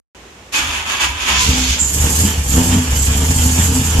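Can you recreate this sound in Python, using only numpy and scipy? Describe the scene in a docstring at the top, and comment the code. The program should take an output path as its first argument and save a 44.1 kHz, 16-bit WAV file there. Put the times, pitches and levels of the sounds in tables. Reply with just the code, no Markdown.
"""A closed garage, in front of the open bonnet: a big V8 is started.
The pinion clashes in and the starter grinds through a few compressions, ringing the bell housing.
The engine catches, throws the pinion free and runs lumpily on a hand-worked throttle.
Uneven firings boom and bark in the pipes, the open carburettor hisses, the valve gear clatters."""
import sys
import numpy as np
from scipy import signal
from scipy.fft import rfft, irfft
from scipy.io import wavfile
from scipy.ndimage import uniform_filter1d

SR = 44100
rng = np.random.default_rng(int(sys.argv[2]) if len(sys.argv) > 2 else 0)


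def log_audio(samples):
    """Write samples as a 16-bit WAV file to the path given in sys.argv[1]."""
    # one column per channel
    frames = np.atleast_2d(samples).T
    # limit to full scale, then quantise
    limited = np.clip(frames, -1, 1)
    pcm = np.round(limited * 32767).astype(np.int16)
    wavfile.write(sys.argv[1], SR, pcm)


N = 176400

# garage air (frequency [Hz], gain [dB])
AIR_SPECTRUM = [(25, -40), (62, 10.5), (130, -1.5), (400, 0.5), (1400, -8.5), (2800, -8), (4500, -16.5),
                (6900, -13.5), (10000, -27)]
# side re mid (frequency [Hz], gain [dB])
STEREO_WIDTH = [(60, -25), (250, -17.5), (500, -7), (1200, -0.5)]
# left re right (frequency [Hz], gain [dB])
STEREO_BALANCE = [(600, -1), (1200, 0.5), (2200, -3), (4000, -0.5), (6900, -6.5), (9000, -2), (11500, 1.5)]

# valve gear (frequency [Hz], gain [dB])
CLATTER_SPECTRUM = [(300, -9.5), (450, 1), (600, -3.5), (950, 0), (1400, -2), (1700, -.5), (2050, -4.5),
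                    (2500, .5), (3300, 1), (3950, -9), (4600, -7), (6000, -2.5), (12000, -37.5)]
# intake air (frequency [Hz], gain [dB])
HISS_SPECTRUM = [(3000, -36), (4500, -15), (5700, -16), (6500, -6.5), (7200, -1.5), (8000, -10.5),
                 (10200, -17.5), (11500, -11), (13000, -17)]
# intake hiss (time [s], level [dB])
HISS_LEVEL = [(1.36, -52), (1.41, -21.5), (1.5, -32), (1.77, -34.5), (1.95, -27.5), (2.24, -26.5),
              (2.37, -38), (2.53, -26.5), (2.76, -30.5), (2.87, -38), (2.92, -30), (3.45, -27.5),
              (3.85, -31.5)]
# throttle whistles (time [s], level [dB], pitch [Hz], decay [s])
WHISTLES = [(1.787, -14.5, 7250, 0.04), (2.983, -18.5, 7600, 0.04)]

# starter under load (time [s], level [dB])
GRIND_LEVEL = [(0.515, -45), (0.546, -20.5), (0.59, -19.5), (0.66, -22.5), (0.77, -22.5), (0.846, -29),
               (0.9, -20.5), (0.94, -21), (0.992, -25.5), (1.012, -17), (1.05, -15.5), (1.08, -22.5),
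               (1.15, -30), (1.26, -22), (1.29, -16), (1.45, -23)]
# starter spun by the engine (time [s], level [dB])
OVERRUN_LEVEL = [(1.2, -34), (1.29, -33.5), (1.4, -23), (1.47, -27), (1.54, -27.5), (1.74, -27.5),
                 (1.79, -36), (1.9, -59)]
# starter motor (time [s], pitch [Hz], level [dB])
MOTOR_WHINE = [(0.55, 950, -42), (0.75, 940, -34), (0.98, 985, -40), (1.04, 1000, -25), (1.1, 985, -33),
               (1.21, 975, -38), (1.3, 1025, -29)]
# bell housing (frequency [Hz], width [Hz], gain [dB])
HOUSING_MODES = [(980, 33, -1), (1265, 50, 5), (1617, 72, 7), (2286, 110, 10.5), (2510, 64, 10),
                 (2650, 37, -7), (2980, 86, -1)]
# loaded teeth (frequency [Hz], gain [dB])
GRIND_SPECTRUM = [(150, -14.5), (260, -1), (450, -10.5), (650, -7.5), (1000, 0.5), (1500, -3), (3500, 0.5),
                  (4100, -17), (9000, -32)]
# scraping teeth (frequency [Hz], gain [dB])
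SCRAPE_SPECTRUM = [(2500, -12.5), (4200, -0.5), (5700, -2), (6700, 4), (8000, -6), (9500, -13.5),
                   (11300, -6), (13000, -22)]
# free-spinning teeth (frequency [Hz], gain [dB])
OVERRUN_SPECTRUM = [(500, -18), (1900, -0.5), (2500, 6), (3500, 9), (4000, 4), (5700, 4.5), (6800, 10.5),
                    (8200, -10.5), (13000, -58)]

# exhaust puffs while cranking (time [s], length [s], level [dB])
CRANKING_PUFFS = [(0.577, 0.25, -31.5), (0.84, 0.17, -37.5), (1.017, 0.16, -28), (1.152, 0.27, -37),
                  (1.3, 0.21, -24.5)]
# rush of a puff (frequency [Hz], gain [dB])
PUFF_SPECTRUM = [(20, -34), (45, 16), (100, 4.5), (400, -32.5)]
# engine speed (time [s], firing rate [Hz])
FIRING_RATE = [(1.4, 66), (1.5, 72), (1.58, 62), (1.7, 66), (1.94, 68), (2.09, 72), (2.25, 85),
               (2.38, 71.3), (2.5, 66), (2.6, 85), (2.7, 90), (2.91, 73), (3.03, 66.9), (3.2, 74),
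               (3.35, 80), (3.86, 82), (4.0, 75)]
# eight cylinders in firing order (strength [dB])
CYLINDER_DB = [0.5, -6, -1, -3.5, -8, 1, -9, -1]
# exhaust boom (time [s], level [dB])
BOOM_LEVEL = [(1.38, -27), (1.43, -22), (1.5, -8), (1.54, -22), (1.73, -16.5), (1.78, -31), (1.83, -16),
              (1.89, -24), (2.03, -9.5), (2.13, -17), (2.18, -9.5), (2.29, -13), (2.33, -21), (2.39, -12),
              (2.44, -21), (2.51, -11.5), (2.78, -12), (2.82, -24), (2.93, -10.5), (3.0, -14), (3.1, -7.5),
              (3.15, -14), (3.29, -11), (3.78, -12), (3.85, -18), (3.92, -10)]
# firing force, heard as bark (time [s], level [dB])
BARK_LEVEL = [(1.28, -41), (1.42, -27), (1.49, -18), (1.57, -20.5), (1.68, -31), (1.88, -33), (2.06, -19),
              (2.18, -22), (2.28, -19), (2.33, -28), (2.43, -30), (2.52, -25), (2.575, -13), (2.65, -17.5),
              (2.78, -18), (2.86, -27), (3.0, -27), (3.08, -23), (3.78, -21), (3.85, -25), (3.93, -17.5)]
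# room/body resonance drone near 251 Hz (time [s], level [dB])
DRONE_LEVEL = [(1.44, -44), (1.55, -19), (1.95, -47), (2.28, -31), (2.4, -47), (2.75, -12.5), (3.0, -39),
               (3.43, -21), (3.66, -34.5), (3.78, -13), (3.87, -40)]
# firing thump (frequency [Hz], gain [dB])
THUMP_SPECTRUM = [(26, -1), (33, -30), (40, -15.5), (62, -1.5), (85, -6.5), (140, -13.5), (300, -68)]
# exhaust pipes (frequency [Hz], gain [dB])
PIPE_SPECTRUM = [(60, -37.5), (105, -12.5), (135, -6.5), (180, 4.5), (222, -3), (265, 1), (320, -8.5),
                 (380, -16), (450, -12), (570, -23.5), (900, -14.5), (2500, -70)]

ROOM_T60_S, ROOM_DELAY_S, ROOM_DRIFT_HZ = 0.2, 0.0033, 2.2
BAY_WET_DB, STARTER_WET_DB, EXHAUST_WET_DB = 8, -1, 3.5
CLATTER_DB, CLATTER_DB_PER_DB, HISS_DB = -27.5, 0.28, 7
WHISTLE_WIDTH_HZ, WHISTLE_ATTACK_S = 620, 0.006
TOOTH_HZ, TOOTH_SAG_HZ_PER_DB, OVERRUN_TOOTH_HZ = 293.5, 7.5, 537
GRIND_DB, OVERRUN_DB, HOUSING_DB, SCRAPE_DB, SCRAPE_DB_PER_DB = 0.5, 6.5, -7, -28, 1.28
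CLASH_DB, CLANG_DB = -21.5, -25
PUFF_HZ, DRONE_HZ, FIRING_JITTER_CYCLES = 72.6, 252.3, 0.08
TONE_DB, LOPE_DB, THUMP_DB, BARK_DB, DRONE_DB = -9.5, 4.5, -3, -2, -2.5
LOW_CUT_HZ, HIGH_CUT_HZ = 28, 13100
TIME_S = np.arange(N) / SR


def undb(db):
    """Decibels to gain."""
    return 10 ** (np.asarray(db) / 20)


def unit(x):
    """Scale to rms 1."""
    return x / np.sqrt(np.mean(x ** 2))


def curve(rows):
    """Linear interpolation of (time [s], value) rows."""
    return np.interp(TIME_S, *np.array(rows).T)


def gate(start_s):
    """Open over 10 ms."""
    return np.clip((TIME_S - start_s) * 100, 0, 1)


def fader(rows):
    """Gain from (time [s], level [dB]) rows, silent before the first."""
    return undb(curve(rows)) * gate(rows[0][0])


def swell(start_s, length_s):
    """Rounded rise and fall."""
    return np.sin(np.pi * np.clip((TIME_S - start_s) / length_s, 0, 1)).clip(0) ** .5


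def gains(spectrum):
    """Gain per FFT bin from (frequency [Hz], gain [dB]) rows."""
    hz, db = np.array(spectrum).T
    bin_hz = np.arange(N // 2 + 1) * SR / N
    return undb(np.interp(np.log(bin_hz + 1), np.log(hz), db))


def colour(x, spectrum):
    """Minimum-phase filter."""
    cepstrum = irfft(np.log(gains(spectrum)))
    return irfft(rfft(x) * np.exp(rfft(2 * cepstrum[:N // 2], N) - cepstrum[0]))


def ring(x, hz, width_hz):
    """One resonance, peak gain 1."""
    return signal.lfilter(*signal.iirpeak(hz, hz / width_hz, fs=SR), x)


def noise():
    """White noise, mid and side."""
    return rng.standard_normal((2, N))


def sine(hz):
    """Sine of moving pitch."""
    return np.sin(2 * np.pi * np.cumsum(hz) / SR)


def walk(rate_hz):
    """Smooth random drift, rms 1."""
    hold = int(SR / rate_hz)
    steps = np.repeat(rng.standard_normal(N // hold + 2), hold)
    return unit(uniform_filter1d(steps, hold)[:N])


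def beats(hz, jitter_cycles, scatter_db, pattern_db=(0,)):
    """Uneven impulses at a moving rate, with a repeating strength pattern."""
    cycles = np.cumsum(hz) / SR
    beat = np.arange(int(cycles[-1]))
    timing, strength = rng.uniform(-1, 1, (4096, 2))[beat].T * np.sqrt(3)
    onsets = np.searchsorted(cycles, beat + jitter_cycles * timing).clip(0, N - 1)
    return np.bincount(onsets, undb(np.resize(pattern_db, len(beat)) + scatter_db * strength), N)


def bursts(pulses, decay_s, floor):
    """Noise that flares at each impulse and decays to a floor."""
    flare = unit(signal.lfilter([1], [1, -np.exp(-1 / (decay_s * SR))], pulses))
    return (flare + floor) * noise()


def garage(x, wet_db):
    """Direct sound plus dense echoes of a small hard room, drifting between two patterns."""
    t = np.arange(SR // 2) / SR
    decay = np.exp(-np.log(1000) * t / ROOM_T60_S) * (t > ROOM_DELAY_S)
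    tails = rng.standard_normal((2, 2, len(t))) * decay
    tails /= np.sqrt(np.sum(tails ** 2, axis=2, keepdims=True))
    first, second = signal.fftconvolve(x * np.ones((1, 2, 1)), tails, axes=2)[..., :N]
    drift_rad = 2 * np.pi * ROOM_DRIFT_HZ * TIME_S
    echoes = np.cos(drift_rad) * first + np.sin(drift_rad) * second
    return (x + undb(wet_db) * echoes) / np.hypot(1, undb(wet_db))


def air(level_db=-41.5, start_s=0.148):
    """Steady low rush of the garage."""
    return unit(colour(noise(), AIR_SPECTRUM)) * undb(level_db) * (TIME_S > start_s)


def valve_gear(firing_hz):
    """Valves tick twice per firing, louder as the firing force rises."""
    ticks = bursts(beats(2 * firing_hz, jitter_cycles=0.12, scatter_db=9.5), decay_s=0.0019, floor=1)
    force_db = curve(BARK_LEVEL)
    level_db = CLATTER_DB + CLATTER_DB_PER_DB * (force_db - np.mean(force_db[N // 2:]))
    running = np.interp(TIME_S, [1.3, 1.5], [0, 1])
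    return unit(colour(ticks, CLATTER_SPECTRUM)) * undb(level_db) * running


def carburettor(firing_hz):
    """Each intake stroke sucks air; the throttle plates whistle as they close to a slit."""
    strokes = beats(firing_hz, FIRING_JITTER_CYCLES, scatter_db=3.5)
    suction = bursts(strokes, decay_s=0.3 / np.mean(firing_hz), floor=0.13)
    intake = unit(colour(suction, HISS_SPECTRUM)) * fader(HISS_LEVEL) * undb(HISS_DB)
    for start_s, db, hz, decay_s in WHISTLES:
        attack = np.clip((TIME_S - start_s) / WHISTLE_ATTACK_S, 0, 1)
        decay = np.exp(-np.maximum(TIME_S - start_s - WHISTLE_ATTACK_S, 0) / decay_s)
        whistle = ring(ring(suction, hz, WHISTLE_WIDTH_HZ), hz, 2 * WHISTLE_WIDTH_HZ)
        intake += undb(db) * attack * decay * unit(whistle)
    return intake


def puffs():
    """Pumped air and the first weak firings swell the low pipe note."""
    envelope = sum(undb(db) * swell(start_s, length_s) for start_s, length_s, db in CRANKING_PUFFS)
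    note = unit(sine(PUFF_HZ * (1 + 0.0786 * walk(26.2))))
    rush = unit(colour(noise(), PUFF_SPECTRUM))
    return envelope * (note + undb(-1) * rush)


def gears(tooth_hz, spectrum):
    """Pinion teeth strike the ring gear and ring the housing; returns (teeth, housing)."""
    strikes = bursts(beats(tooth_hz, jitter_cycles=0.047, scatter_db=2), decay_s=0.0027, floor=0.12)
    housing = sum(undb(db) * ring(strikes, hz, width_hz) for hz, width_hz, db in HOUSING_MODES)
    return unit(colour(strikes, spectrum)), undb(HOUSING_DB) * unit(housing)


def pinion_grind():
    """The pinion clashes in, then slows and grinds at each compression."""
    grind_db = curve(GRIND_LEVEL)
    load_db = grind_db - np.mean(np.array(GRIND_LEVEL)[1:, 1])
    onset = gate(GRIND_LEVEL[0][0])
    tooth_hz = TOOTH_HZ - TOOTH_SAG_HZ_PER_DB * load_db
    mesh = sum(gears(tooth_hz, GRIND_SPECTRUM))
    grind = unit(garage(mesh, STARTER_WET_DB)) * onset * undb(grind_db + GRIND_DB)
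    clash = swell(start_s=0.5194, length_s=0.1) ** 2
    pressure = onset * undb(SCRAPE_DB + SCRAPE_DB_PER_DB * load_db)
    teeth, _ = gears(tooth_hz, SCRAPE_SPECTRUM)
    scrape = unit(garage(teeth, STARTER_WET_DB)) * np.hypot(pressure, undb(CLASH_DB) * clash)
    clang = unit(ring(noise(), hz=2530, width_hz=51)) * undb(CLANG_DB) * clash
    return grind + scrape + clang


def pinion_overrun():
    """The engine spins the unloaded pinion: a fast whirr."""
    teeth, housing = gears(OVERRUN_TOOTH_HZ * (1 + 0.092 * walk(15)), OVERRUN_SPECTRUM)
    whirr = unit(garage(teeth + undb(-8) * housing, STARTER_WET_DB))
    return whirr * fader(OVERRUN_LEVEL) * undb(OVERRUN_DB)


def motor_whine(flutter_db=4):
    """The starter motor whines, wavering in pitch and level."""
    pitch_hz = curve([(s, hz) for s, hz, db in MOTOR_WHINE]) * (1 + 0.022 * walk(45))
    whine = sine(pitch_hz) * undb(flutter_db * walk(39.92))
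    return unit(garage(whine, STARTER_WET_DB)) * fader([(s, db) for s, hz, db in MOTOR_WHINE])


def starter():
    """Grind and whine give way to the whirr as the engine catches."""
    grind, whirr, whine = pinion_grind(), pinion_overrun(), motor_whine()
    loaded = np.interp(TIME_S, [1.37, 1.5], [1, 0])
    return (grind + whine) * loaded + whirr


def exhaust(firing_hz):
    """The firing note booms, uneven cylinders thump and bark, a resonance drones."""
    firings = beats(firing_hz, FIRING_JITTER_CYCLES, scatter_db=3, pattern_db=CYLINDER_DB)
    tone = unit(sine(firing_hz) * undb(LOPE_DB * walk(28)))
    thump = unit(colour(firings, THUMP_SPECTRUM))
    boom = (undb(TONE_DB) * tone + undb(THUMP_DB) * thump) * fader(BOOM_LEVEL)
    blows = firings ** 0.55  # evens out the strengths
    gas = unit(blows) + undb(4.5) * unit(bursts(blows, decay_s=0.0016, floor=0.044))
    bark = unit(colour(garage(gas, EXHAUST_WET_DB), PIPE_SPECTRUM)) * fader(BARK_LEVEL)
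    drone = unit(sine(DRONE_HZ * (1 + 0.0175 * walk(30)))) * fader(DRONE_LEVEL)
    return boom + undb(BARK_DB) * bark + undb(DRONE_DB) * drone


def scene():
    """Mid/side mix to stereo: bass shared, treble diffuse and leaning right."""
    firing_hz = curve(FIRING_RATE) * (1 + 0.035 * walk(24))  # crank wobble
    mix = starter() + puffs() + exhaust(firing_hz)
    mix += garage(valve_gear(firing_hz) + carburettor(firing_hz), BAY_WET_DB)
    mid, side = rfft(mix + air())
    side *= gains(STEREO_WIDTH)
    balance = gains(STEREO_BALANCE)
    left_right = np.array([(mid + side) * balance, mid - side])
    return irfft(left_right * np.sqrt(2 / (1 + balance ** 2)))


def record(dry):
    """Low cut, clip at full scale, high cut."""
    low_cut = signal.butter(3, LOW_CUT_HZ, "highpass", fs=SR, output="sos")
    high_cut = signal.ellip(12, .1, 70, HIGH_CUT_HZ, fs=SR, output="sos")
    clipped = np.clip(signal.sosfilt(low_cut, dry), -1, 1)
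    return signal.sosfilt(high_cut, clipped)


dry = scene()
out = record(dry)
log_audio(out)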